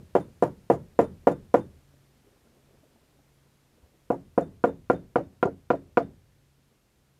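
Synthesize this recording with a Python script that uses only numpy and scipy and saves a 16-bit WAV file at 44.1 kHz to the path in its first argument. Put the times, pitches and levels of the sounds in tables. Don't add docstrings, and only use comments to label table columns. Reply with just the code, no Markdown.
import sys
import numpy as np
from scipy import signal
from scipy.fft import rfft, irfft, next_fast_len
from scipy.io import wavfile
from scipy.ndimage import uniform_filter1d

SR = 44100
rng = np.random.default_rng(int(sys.argv[2]) if len(sys.argv) > 2 else 0)


def ratio_of_db(decibels):
    return 10 ** (np.asarray(decibels, float) / 20)


def store_pcm(level_fs):
    pcm = np.round(np.clip(level_fs, -1, 1) * 32767).astype(np.int16)
    wavfile.write(sys.argv[1], SR, np.atleast_2d(pcm).T)


N = 317079
LEAD = SR // 4

# frequency in Hz, t60 in seconds before extra damping,
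# relative signed swing when struck at spot 0, the same at spot 1.
PLANK = [(86.8, 0.7, 0.017, 0.008), (126.4, 0.29, 0.076, 0.018), (164.2, 0.39, 0.0266, 0.0394),
         (187.4, 0.44, 0.011, 0.012), (220, 0.029, -0.083, -0.27), (273.5, 0.32, -0.014, -0.068),
         (290.5, 0.23, -0.054, -0.027), (337.1, 0.111, 0.38, -0.24), (373.5, 0.043, -1.0, -0.196),
         (454.5, 0.16, -0.12, -0.131), (499.5, 0.14, 0.15, 0.17), (541, 0.049, -0.113, 0.58),
         (578.5, 0.068, 0.47, -0.35), (677, 0.055, 0.51, 0.66617), (734, 0.025, -0.6, -0.865),
         (818.7, 0.055, -0.102, 0.143), (946, 0.026, 0.493, 0.51), (1046.1, 0.062, -0.014, -0.13),
         (1200, 0.06, -0.093, -0.15), (1400, 0.058, -0.17892, -0.38), (1531.1, 0.21, 0.012, -0.014),
         (1740, 0.028, 0.025, 0.014), (1920, 0.083, -0.005, 0.022), (2114, 0.037, 0.057, 0.038),
         (2310, 0.021, -0.046, -0.061)]


def evened(x):
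    return x / np.sqrt(np.mean(x ** 2) + 1e-20)


def add(mix, s, sound):
    part = mix[LEAD + round(s * SR):][:len(sound)]
    part += sound[:len(part)]


def ring(hz, db, t60, seconds):
    t = np.arange(round(seconds * SR)) / SR
    return ratio_of_db(db - 60 * t / t60) * np.sin(2 * np.pi * hz * t)


def push(x, soft_ms):
    t_ms = np.arange(-100, 101) / SR * 1000
    force = np.exp(-(np.pi * t_ms / max(soft_ms, .05)) ** 2)
    return signal.fftconvolve(x, force / force.sum())


def band(x, hz, octaves):
    edges = np.clip(hz * 2 ** (np.array([-.5, .5]) * octaves), 10, SR * .45)
    return signal.sosfilt(signal.butter(2, edges, "bandpass", fs=SR, output="sos"), x)


def blows():
    # start in seconds, force in dB, softness of the contact in ms, first rebound in dB
    # relative to the blow, delay of the second rebound in ms, its level in dB relative to the blow.
    blow_rows = [(-0.12, -3, 0.6, -6, 10, -10), (0.1516, -4.5, 0.56, -13, 10.3, -5.5),
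                 (0.4239, -4, 0.7, -6.1, 10, -11.8), (0.7, -2.5, 0.78, -3.8, 14.8, -13.6),
                 (0.99, -1.5, 0.7, -3.6, 13, -11.6), (1.2703, -2, 0.65, -0.7, 7.6, -7.9),
                 (1.5412, -3, 0.57, 1.5, 7.7, -9.7), (4.1025, -8, 0.93, -6.3, 13.8, -12.3),
                 (4.3773, -5, 0.88, -6.4, 9.2, -19.7), (4.6395, -5, 0.53, -12, 8.3, -9.3),
                 (4.8993, -4.5, 0.48, -22, 8, -7.5), (5.1575, -8, 0.34, -15.8, 8.2, -8.5),
                 (5.4278, -8, 0.2, -22, 8, -7.5), (5.7032, -7, 0.33, -13.4, 8.1, -7.8),
                 (5.972, -6, 0.15, -11.3, 8.2, -6.6)]
    moved_s = 3
    first_rebound_ms = 4.0
    mix, t = np.zeros(N + LEAD), np.arange(SR // 2) / SR
    spots = [plank(swings, 0.81, 0.46) for swings in np.array(PLANK)[:, 2:].T]
    for s, force_db, soft_ms, rebound_db, second_ms, second_db in blow_rows:
        spot = int(s > moved_s)
        force = ratio_of_db(force_db)
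        knock = push(spots[spot], soft_ms)
        for ms, db in [(0, 0), (first_rebound_ms, rebound_db), (second_ms, second_db)]:
            add(mix, s + ms / 1000 - 100 / SR, ratio_of_db(force_db + db) * knock)
        contact_noise = rng.standard_normal(len(t))
        add(mix, s - .0006, force * tick(contact_noise, t, spot, soft_ms))
        add(mix, s, force * crack(contact_noise, t, spot, soft_ms))
        add(mix, s, force * rattle(t, spot))
        add(mix, s - 100 / SR, force * push(bed(t, spot), .4 * soft_ms))
    return mix


def plank(swings, damping, seconds):
    modes = sum(swing * ring(hz, 0, damping * t60, seconds)
                for swing, (hz, t60, *_) in zip(swings, PLANK))
    return signal.sosfilt(signal.butter(3, 90, "highpass", fs=SR, output="sos"), modes)


def tick(noise, t, spot, soft_ms):
    level_db = (-31.5, -40)[spot] - 9 * soft_ms
    envelope = (1 - np.exp(-t / .0004)) * np.exp(-t / .0022)
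    return ratio_of_db(level_db) * evened(band(noise, 5000, 2.2)) * envelope


def crack(noise, t, spot, soft_ms):
    level_db = (-22, -18.5)[spot] - 18 * soft_ms
    envelope = (1 - np.exp(-t / 0.0014)) * np.exp(-t / 0.005)
    return ratio_of_db(level_db) * evened(band(band(noise, 2050, 1.1), 2050, 1.1)) * envelope


def rattle(t, spot):
    level_db = (-54.5, -58)[spot]
    strengths = ratio_of_db(3.5 * np.minimum(rng.exponential(1, len(t)), 4)) * rng.standard_normal(len(t))
    knocks = strengths * (rng.random(len(t)) < 4500 / SR)
    ringing = signal.fftconvolve(knocks, clink())[:len(t)]
    chatter = .4 * evened(ringing) + .9 * evened(band(knocks, 5600, 1.9))
    slap = 1.2 * np.exp(-((t - .015) / .002) ** 2)
    settle = np.exp(-t / 0.061) / (1 + np.exp((t - .066) / 0.0045))
    return ratio_of_db(level_db) * chatter * (slap + settle)


def clink():
    # frequency in Hz before detuning, relative level in dB before the uneven strike, t60 in seconds.
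    links = [(4200, -9, 0.0084), (5000, -11, .008), (5900, -6, .01), (6800, -2, .02), (7419.7, -1.5, .025),
             (9128, -7, .012), (10500, -10, .01), (12800, -12, .008)]
    modes = [ring(hz * (1 + .06 * (detune - .5)), db + 12 * strike, t60, .03)
             for (hz, db, t60), (detune, strike) in zip(links, rng.random((len(links), 2)))]
    sound = sum(modes)
    return sound / abs(sound).max()


def bed(t, spot):
    # centre in Hz, level in dB relative to the force at spot 0, the same at spot 1, t60 in seconds.
    bed_bands = [(48.6, -48, -45, 1), (85, -41, -39.5, 1), (157, -25.5, -27, 0.38), (203, -26, -24, 0.32),
                 (313, -23.5, -21.5, 0.28), (450, -22, -18.5, 0.17), (756, -18, -25.5, 0.14),
                 (1105.6, -31, -27.5, 0.135), (1530, -29.5, -37.5, 0.098), (2250, -37.5, -30, 0.012),
                 (2320, -42.5, -46.5, 0.115), (3621, -54.5, -52, 0.16)]
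    noise = rng.standard_normal(len(t))
    wash = np.zeros(len(t))
    for hz, *levels_db, t60 in bed_bands:
        onset = 1 - np.exp(-t * hz / 5)
        wash += evened(band(noise, hz, 0.66)) * ratio_of_db(levels_db[spot] - 60 * t / t60) * onset
    return wash


def landings():
    # time in seconds, peak of the thud in dB.
    landing_rows = [(0.184, -23), (0.458, -24), (0.737, -22.5), (1.027, -19.5), (1.304, -23.5),
                    (1.316, -22), (1.581, -28.5), (4.129, -20.5), (4.411, -25.5), (4.676, -21),
                    (4.933, -25), (5.186, -21.5), (5.456, -16), (5.736, -18), (6.003, -22)]
    # start in seconds, peak in dB.
    clink_rows = [(0.737, -44), (0.746, -47), (1.013, -54), (1.027, -49), (1.316, -49), (1.556, -50),
                  (1.570, -47), (1.578, -51), (4.143, -54), (4.411, -44.5), (4.676, -48), (4.933, -49),
                  (5.456, -42.5), (5.736, -55)]
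    mix = np.zeros(N + LEAD)
    for s, db in landing_rows:
        lag, spread = rng.uniform(-1, 1, 2)
        add(mix, s - .008, ratio_of_db(db) * thud(1.1, .004, .8))
        straggler_s = s - .008 + .016 * (1 + .3 * lag)
        add(mix, straggler_s, ratio_of_db(db - 9 + 3 * spread) * thud(1.1, .004, .8))
    for s, db in clink_rows:
        add(mix, s, ratio_of_db(db) * clink())
    return mix


def thud(softness_ms, spread_s, damping):
    swings = rng.uniform(-1.1, 1, len(PLANK)) * abs(np.array(PLANK)[:, 2:]).mean(1)
    u = np.arange(1200) / SR / spread_s
    patter = rng.standard_normal(len(u)) * u * np.exp(-u)
    sound = push(signal.fftconvolve(plank(swings, damping, .16), patter), softness_ms)
    return sound / abs(sound).max()


def tool():
    # frequency in Hz, t60 in seconds.
    tool_modes = [(3607, 0.17), (9614, 0.22)]
    # start in seconds, level of the low mode in dB, of the high mode in dB, before the fade-in.
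    tool_rings = [(.208, -62, -66), (1.038, -61, -64), (1.315, -62, -73), (1.606, -63, -71),
                  (4.42, -61, -70), (4.68, -61, -80), (4.945, -59.5, -90), (5.23, -72, -90),
                  (5.75, -68, -86), (6.022, -64.5, -76)]
    mix = np.zeros(N + LEAD)
    fade_in = np.minimum(np.arange(round(.2 * SR)) / (.003 * SR), 1)
    for s, *levels_db in tool_rings:
        for (hz, t60), db in zip(tool_modes, levels_db):
            add(mix, s, ring(hz, db, t60, .2) * fade_in)
    return mix


def bumps():
    # start in seconds, level of the knock in dB before its soft onset,
    # frequency of the knock in Hz, peak of the tap in dB.
    bump_rows = [(1.928, -51, 266.4, -56), (2.262, -49.5, 412, -54), (2.461, -55, 227.3, -55.5),
                 (2.78, -53, 90, -70), (2.827, -52, 292, -56), (2.951, -51.5, 224.2, -59),
                 (3.183, -51.5, 286, -57), (3.309, -55.5, 81.3, -64), (3.83, -42.5, 75, -57),
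                 (6.479, -59, 67.3, -69)]
    mix, t = np.zeros(N + LEAD), np.arange(SR // 8) / SR
    for s, db, hz, tap_db in bump_rows:
        add(mix, s, ring(hz, db, .11, len(t) / SR) * (1 - np.exp(-t / .008)))
        add(mix, s + .003, ratio_of_db(tap_db) * thud(0.74, 0.002923, 0.37))
    return mix


def shuffle():
    # time in seconds, level in dB; straight lines join the rows.
    shuffle_levels = [(1.8, -72), (2.15, -78), (2.3, -68), (3.15, -70), (3.4, -77), (3.85, -70), (4.1, -76),
                      (6.2, -73), (6.5, -78), (7.19, -83)]
    lumps_db = 3 * evened(uniform_filter1d(rng.standard_normal(N), 1000))
    level_db = np.interp(np.arange(N) / SR, *np.transpose(shuffle_levels))
    scrape = band(rng.standard_normal(N), 330, 1.5) * ratio_of_db(lumps_db)
    return evened(scrape) * ratio_of_db(level_db)


def hum():
    # centre in seconds, half length in seconds, change of level in dB.
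    wavers = [(1.95, .17, 6), (2.33, .12, -20), (3.03, .09, -20), (3.8, .2, -5), (6.87, .1, -20)]
    hum_hz, hum_db = 137.38, -68.5
    t = np.arange(N) / SR
    drift = 1 + .006 * evened(uniform_filter1d(rng.standard_normal(N), 9000))
    wavers_db = sum(db * np.exp(-((t - s) / half_s) ** 2) for s, half_s, db in wavers)
    tone = np.sqrt(2) * np.sin(2 * np.pi * np.cumsum(hum_hz * drift) / SR)
    return tone * ratio_of_db(hum_db + wavers_db)


def air():
    # frequency in Hz, relative level in dB per Hz.
    air_colour = [(15, -32.5), (30, -15.5), (70, -11.5), (130, -16.5), (230, -17), (400, -23.5), (800, -29),
                  (2000, -32), (14300, -41), (15500, -53)]
    f, db = np.transpose(air_colour)
    size = next_fast_len(N)
    hz = np.fft.rfftfreq(size, 1 / SR)
    colour = ratio_of_db(np.interp(np.log(hz + 1), np.log(f + 1), db))
    noise = irfft(rfft(rng.standard_normal(size)) * colour, size)[:N]
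    return ratio_of_db(-63.5 - .6 * np.arange(N) / SR) * evened(noise)


def scene():
    near = blows() + landings() + tool() + bumps()
    return (near[LEAD:] + shuffle() + hum() + air())[None]


def band_limit(x):
    return signal.sosfilt(signal.butter(12, 15920, fs=SR, output="sos"), x)


def record(dry):
    rounded = .9 * np.tanh(dry / .9)
    limited = signal.oaconvolve(rounded, signal.firwin(255, 15900, fs=SR)[None], "same")
    return band_limit(limited)


dry = scene()
out = record(dry)
store_pcm(out)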